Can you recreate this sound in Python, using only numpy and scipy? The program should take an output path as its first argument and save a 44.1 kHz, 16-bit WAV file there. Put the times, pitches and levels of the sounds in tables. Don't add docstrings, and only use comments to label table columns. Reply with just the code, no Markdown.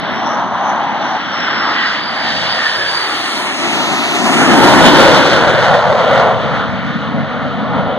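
import sys
import numpy as np
from scipy import signal
from scipy.fft import rfft, irfft
from scipy.io import wavfile
from scipy.ndimage import map_coordinates

SR = 44100
rng = np.random.default_rng(int(sys.argv[2]) if len(sys.argv) > 2 else 0)


def wrap_up_sound(samples):
    columns = np.atleast_2d(samples).T
    tamed = np.clip(columns, -1, 1)
    steps = np.round(tamed * 32767).astype(np.int16)
    wavfile.write(sys.argv[1], SR, steps)


N = 351918
FRAME, HOP = 1024, 256
TIME = np.arange(N) / SR
FRAME_S = np.arange(-(-N // HOP) + 1) * HOP / SR
BIN_HZ = np.fft.rfftfreq(FRAME, 1 / SR)[:, None]


def undb(db):
    return 10 ** (np.asarray(db) / 20)


def read(table, at):
    key, *columns = np.transpose(table)
    return [np.interp(at, key, column) for column in columns]


def over_pitch(hz, values):
    return np.interp(np.log(BIN_HZ + 1), np.log(hz), values)


def spectra(x):
    return signal.stft(x, nperseg=FRAME, noverlap=FRAME - HOP)[2]


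def sound(z):
    return signal.istft(z, nperseg=FRAME, noverlap=FRAME - HOP)[1][..., :N]


def walk(rate, at):
    steps = rng.standard_normal(8192)
    return map_coordinates(steps, [at * rate], order=3, mode="wrap")


def bell(at, centre, width):
    return np.exp(-.5 * ((at - centre) / width) ** 2)


def band(track, width):
    hz, lift_db = read(track, FRAME_S)
    return lift_db * bell(BIN_HZ, hz, width * hz)


# start_s [s], peak_db [dB]
TICKS = [(.307, -48), (.577, -50), (7.544, -47)]
TICK_DECAY_S, HISS_DB = 0.00085, -82
RUSTLE_S, RUSTLE_WIDTH_S, RUSTLE_DB = 0.16, 0.053, -56.5


def rustle(low_hz, high_hz):
    level = undb(HISS_DB) + undb(RUSTLE_DB) * bell(TIME, RUSTLE_S, RUSTLE_WIDTH_S)
    for start_s, peak_db in TICKS:
        decay = np.exp(-np.abs(TIME - start_s) / TICK_DECAY_S)
        level = level + undb(peak_db) * (TIME >= start_s) * decay
    thin = signal.butter(2, [low_hz, high_hz], "bandpass", fs=SR, output="sos")
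    return signal.sosfilt(thin, level * rng.standard_normal((2, N)))


# time_s [s], lag_ms [ms]
GROUND_LAG = [(0.0, 0.57), (2.0, 0.75), (2.5, 1.48), (2.9, 2.03), (3.4, 3.1), (4.2, 3.07), (4.7, 2),
              (5.1, 2.02), (5.8, 1.94), (6.5, 1.78), (7.9, 1.54)]


def ground(reflection, soft_hz):
    lag_s = read(GROUND_LAG, FRAME_S)[0] / 1000
    echo = reflection / (1 + (BIN_HZ / soft_hz) ** 2)
    return np.abs(1 + echo * np.exp(-2j * np.pi * BIN_HZ * lag_s))


# time_s [s], centre_hz [Hz], lift_db [dB]
ECHO_BAND = [(1.4, 1990, 2.5), (1.82, 1930, 8.5), (2.05, 1970, 1.5), (2.33, 1810, 8.5), (2.48, 1860, 4),
             (2.65, 1820, 9), (2.87, 1710, 7.5), (3.05, 1590, -7)]
LOW_ECHO_PEAK = [(0, 214, 5), (2.2, 246, 1.5), (3.15, 213, -0.5), (3.9, 177, 10.5), (4.65, 246, 11),
                 (5.1, 279, 3.5), (6.5, 248, 5), (6.95, 254, 16), (7.9, 254, 8)]
ECHO_NOTCH = [(0, 480, 0.5), (1.15, 462, -4), (1.5, 462, 1), (5.3, 328, 4), (5.8, 305, -18), (6.4, 325, -9),
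              (7.9, 354, -6.5)]
ECHO_PEAK = [(3.4, 790, 0), (3.9, 755, 4.5), (4.6, 710, 0.5), (4.9, 526, 2), (5.1, 510, 8), (5.85, 557, 4),
             (6.4, 474, 4), (7.9, 500, 7)]
UPPER_ECHO_PEAK = [(2.8, 1600, 1.5), (3.3, 1600, 0), (4.2, 1590, -1), (4.6, 1590, 5), (5.5, 1524, 9.5),
                   (6, 1450, 3.5), (7.9, 1460, 6)]


def echo_bands():
    low = band(LOW_ECHO_PEAK, width=0.17) + band(ECHO_NOTCH, width=0.23)
    high = band(ECHO_PEAK, width=0.093) + band(UPPER_ECHO_PEAK, width=0.078)
    return low + high + band(ECHO_BAND, width=0.045)


# time_s [s], pitch_hz [Hz], relative level_db [dB]
WHINE = [(.03, 5440, -45), (.27, 5670, -33), (.42, 5870, -44.5), (.65, 6000, -42.5), (.95, 5860, -43.5),
         (1.25, 5620, -38), (1.46, 5300, -31), (1.7, 5060, -29), (2, 4800, -30), (2.3, 4740, -28),
         (2.55, 4740, -25.5), (2.8, 4870, -27.5), (2.97, 4640, -22), (3.13, 4500, -27.5),
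         (3.19, 4530, -30.5), (3.42, 4200, -35), (3.9, 3680, -32), (4.3, 3550, -80)]


def whine(level_db, width_hz, skirt_hz, skirt_db, haze_hz, haze_db, flicker_db, steady, octave_db):
    hz, db = read(WHINE, TIME)
    wavering_hz = hz * (1 + 0.0043 * walk(15, TIME) + .006 * walk(160, TIME))
    turn = np.exp(2j * np.pi * np.cumsum(wavering_hz) / SR)
    core, skirt, haze = (walk(w, TIME) + 1j * walk(w, TIME) for w in (width_hz, skirt_hz, haze_hz))
    core = (core + steady) / np.sqrt(1 + steady ** 2 / 2)
    far = np.interp(TIME, [1.2, 2.1], [.6, .1])
    tone = core * (1 - far) + skirt * (undb(skirt_db) + far * 0.36) + haze * far * undb(haze_db)
    overtone = undb(octave_db) * (1 - far) ** 2 * (skirt + .5 * haze)
    level = undb(db + level_db + flicker_db * walk(13, TIME))
    return level * np.real(tone * turn + overtone * turn ** 2)


# time_s [s], centre_hz [Hz], lift_db [dB]
HOWL = [(0, 950, -1), (.2, 940, 5), (.38, 1060, 10), (.75, 907, 10.5), (.97, 830, 7.5), (1.17, 790, 7.5),
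        (1.22, 800, -2.5)]
INTAKE = [(2.2, 11500, -2.5), (3.0, 10900, 8), (3.4, 10480, 8), (3.65, 10000, 2)]
BLADE_RUSH = [(1.3, 4840, 1), (1.9, 4500, 2), (2.7, 4400, 0), (3.3, 4300, 6.5), (3.7, 3970, 2.5),
              (4.4, 3750, 0)]


def approach_bands():
    return band(HOWL, width=0.32) + band(INTAKE, width=0.25) + band(BLADE_RUSH, width=0.059)


def turbulence(shared_db, own_db, rate):
    centres = np.geomspace(100, 12000, 12)
    own = sum(over_pitch(centres, row) * walk(rate, FRAME_S) for row in np.eye(len(centres)))
    shared = walk(19, FRAME_S) * over_pitch([200, 1800], [.3, 1.4])
    return own_db * own + shared_db * shared


def tearing(depth_db, rate):
    return depth_db * bell(FRAME_S, 4.9, 0.89) * walk(rate, FRAME_S) * over_pitch([250, 800], [.4, 1])


REGISTER_HZ = [170, 650, 1600, 3500]
# centre_s [s], half_width_s [s], bass_db [dB], treble_db [dB]
SURGES = [(.01, 0.044, -0.5, -0.5), (0.459, 0.083, 0.5, -3.5), (1.25, 0.082, -0.5, -2),
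          (1.66, 0.16, 2.5, -3.5), (1.87, 0.089, -2.5, 1), (2.09, 0.093, -1.5, -5.5),
          (2.66, 0.038, -3, 1.7), (3.78, 0.14, 2, 1), (4.36, 0.058, -0.5, 1), (4.85, 0.035, 1.5, 1),
          (5.06, 0.065, 1.5, 0.5), (5.25, 0.06, -1, 1), (5.41, 0.093, -0.5, -2.5), (5.73, 0.041, 1, 1.5),
          (5.93, 0.044, 1.5, 0), (6.17, 0.13, 2.5, 5.5), (6.58, 0.043, 0.5, 3), (6.88, 0.14, -3, -0.7),
          (7.16, 0.023, 1.5, -2), (7.6, 0.035, -1.5, 0), (7.82, 0.15, 5.5, 3)]


def surges():
    return sum(over_pitch(REGISTER_HZ[1:3], [bass_db, treble_db]) * bell(FRAME_S, at, width)
               for at, width, bass_db, treble_db in SURGES)


# centre_s [s], half_width_s [s], centre_hz [Hz], lift_db [dB]
SWELLS = [(1.5, 0.091, 1560, 1.5), (1.67, .05, 1200, 5.5), (4.64, 0.06, 900, 4.5), (4.9, 0.07, 940, 3.5),
          (5.05, .06, 574, 3.5), (5.3, 0.045, 670, 5), (5.72, 0.046, 760, 7), (5.68, 0.12, 1750, 4.5),
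          (6.18, .04, 810, 0.5), (6.58, .045, 1480, 4), (7.8, .08, 960, 4)]


def swells(width):
    return sum(lift_db * bell(FRAME_S, at, half_s) * bell(BIN_HZ, hz, width * hz)
               for at, half_s, hz, lift_db in SWELLS)


SPEED_M_S, MISS_M, ABREAST_S = 70, 55, 4.2


def flight():
    ahead_m = SPEED_M_S * (ABREAST_S - FRAME_S)
    return np.degrees(np.arctan2(MISS_M, ahead_m)), np.hypot(ahead_m, MISS_M) / MISS_M


# pitch_hz [Hz], level_db [dB]
COLOUR = [(39.0, -33.5), (77.0, -9.5), (126.0, -0.5), (200.0, 1.5), (310.0, -1), (445.0, -10.5),
          (815.0, -0.5), (1100.0, -1.4), (1600.0, 3), (2300.0, 3), (3400.0, 3), (5100.0, -1.3),
          (7500.0, 0.4), (11000.0, 0)]
# off_nose_deg [degrees], rumble_db [dB], roar_db [dB], rush_db [dB], hiss_db [dB]
BEAM = [(10.17, 10, 11, -1, -5), (13, 3, 8.5, -4, -11.5), (17.06, -1, 9.5, 4.5, -1.5),
        (23.4, 2.5, 5, -5.5, -4), (34.4, -3.5, -2.5, -5.5, -11), (53.7, -2.5, -1.5, -10, -13.5),
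        (83, -3, -1.5, -8.5, -14.5), (110.5, 10.5, 9.5, -3, -9), (136, 15.5, 16, 0.5, -2),
        (144.9, 14.5, 12.5, -0.5, -4), (158.8, 15.5, 17.5, -5, -14), (163.5, 18, 6, -3.5, -14),
        (169.3, 14.5, 12.5, -7, -16)]
AIR_DB_PER_KHZ, AIR_GROWTH = 3, 0.67


def roar_gain():
    angle, distance = flight()
    registers = zip(np.eye(len(REGISTER_HZ)), read(BEAM, angle))
    beam_db = sum(over_pitch(REGISTER_HZ, row) * level for row, level in registers)
    above_khz = np.maximum(BIN_HZ - REGISTER_HZ[-1], 0) / 1000
    air_db = AIR_DB_PER_KHZ * distance ** AIR_GROWTH * above_khz
    db = beam_db + over_pitch(*np.transpose(COLOUR)) - air_db
    db = db + approach_bands() + echo_bands()
    db = db + tearing(depth_db=1, rate=45) + surges() + swells(width=0.1)
    db = db + turbulence(shared_db=0.37, own_db=1.2, rate=14)
    return undb(db) / distance


def shocks(rate, scatter_db, bunch_db):
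    hit = rng.random(N) < rate / SR
    scatter = scatter_db * np.minimum(rng.standard_normal(N), 1)
    bunching = bunch_db * np.minimum(walk(35, TIME), 1)
    fronts = hit * undb(scatter + bunching)
    return fronts / np.std(fronts)


# time_s [s], level_db [dB]
CRACKLE = [(0, -18.5), (4.1, -19), (4.5, -4.5), (5.4, -2), (6.2, -2), (6.6, -11), (8, -10)]


def exhaust_noise():
    crackle = undb(read(CRACKLE, TIME)[0])
    fronts = shocks(rate=600, scatter_db=5.0, bunch_db=2.0)
    return (rng.standard_normal(N) + crackle * fronts) / np.sqrt(1 + crackle ** 2)


# start_s [s], body_db [dB over the exhaust noise], edge_db [dB]
CRACKS = [(5.365, 22, -28), (5.392, 21, -24), (5.497, 17, -31), (5.534, 13, -31), (5.607, 16, -30),
          (5.627, 17, -27), (5.713, 21, -29), (5.741, 21, -30), (5.825, 22, -33), (5.856, 24, -36),
          (5.893, 11, -36), (5.928, 20, -34), (5.951, 18, -30), (6.037, 15, -31.5), (6.058, 18, -29),
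          (6.113, 24, -19), (6.131, 17, -30), (6.18, 21, -31), (6.236, 23, -28), (6.286, 16, -36)]


def cracks():
    out = np.zeros((2, N))
    for start_s, body_db, edge_db in CRACKS:
        out[:, int(start_s * SR)] += undb([body_db, edge_db])
    return out


# time_s [s], level_db [dB]
SPIT = [(4.2, -90), (4.4, -50), (4.95, -38), (5.3, -50), (5.45, -59), (5.72, -54), (5.8, -61), (6.0, -64),
        (6.08, -59), (6.19, -56), (6.3, -76), (6.7, -95)]


def spit(edge_hz, burst_db):
    clicks = np.array([shocks(rate=900, scatter_db=6.5, bunch_db=burst_db) for _ in range(2)])
    edges = undb(read(SPIT, TIME)[0]) * clicks + cracks()[1]
    return signal.sosfilt(signal.butter(2, edge_hz, "highpass", fs=SR, output="sos"), edges)


# time_s [s], lag_ms [ms]
PORT_LAG = [(.3, 0.053), (2.2, 0.065), (3.3, 0.086), (4.05, .18), (4.7, 0.078), (5.8, 0.043), (7.5, 0.033)]
# pitch_hz [Hz], right_db [dB], scattered [share], crossfeed [share]
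PORTS = [(20, -5, 0.096, 0.95), (516, -2, 0.095, 1), (1500, -9.5, 0.22, 1), (2570, -8.5, 0.35, 0.75),
         (2980, 1, 0.31, 0.28), (3900, -2, 0.39, 0.47), (5230, -1, 0.49, 0.57), (6400, -5.5, 0.5, 0.81),
         (14000, -9, 0.55, 0.88)]


def scene():
    gain = roar_gain() * ground(reflection=0.75, soft_hz=470)
    blades = whine(level_db=0.7, width_hz=120, skirt_hz=564, skirt_db=-8.0, haze_hz=1690, haze_db=-4.5,
                   flicker_db=2.3, steady=0.61, octave_db=-25.5)
    direct = gain * spectra(exhaust_noise() + cracks()[0]) + spectra(blades)
    right_db, scattered, _ = read(PORTS, BIN_HZ)
    lag_s = read(PORT_LAG, FRAME_S)[0] / 1000
    right = direct * undb(right_db) * np.exp(-2j * np.pi * BIN_HZ * lag_s)
    around = scattered * gain * spectra(rng.standard_normal((2, N)))
    jet = sound(np.array([direct, right]) + around)
    return jet + spit(edge_hz=5000, burst_db=4) + rustle(low_hz=6000, high_hz=14000)


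def overload(x, ceiling, hardness):
    return x / (1 + np.abs(x / ceiling) ** hardness) ** (1 / hardness)


CROSSFEED_MS, TOP_HZ = .386, 15300


def record(dry):
    hz = np.fft.rfftfreq(N, 1 / SR)
    crossfeed = read(PORTS, hz)[2]
    late = np.exp(-2j * np.pi * hz * CROSSFEED_MS / 1000)
    channels = rfft(dry)
    wide = irfft(channels - crossfeed * late * channels[::-1], N)
    flattened = overload(undb(-0.26) * wide, ceiling=1.03, hardness=6.5)
    return signal.sosfilt(signal.ellip(8, .2, 70, TOP_HZ, fs=SR, output="sos"), flattened)


dry = scene()
out = record(dry)
wrap_up_sound(out)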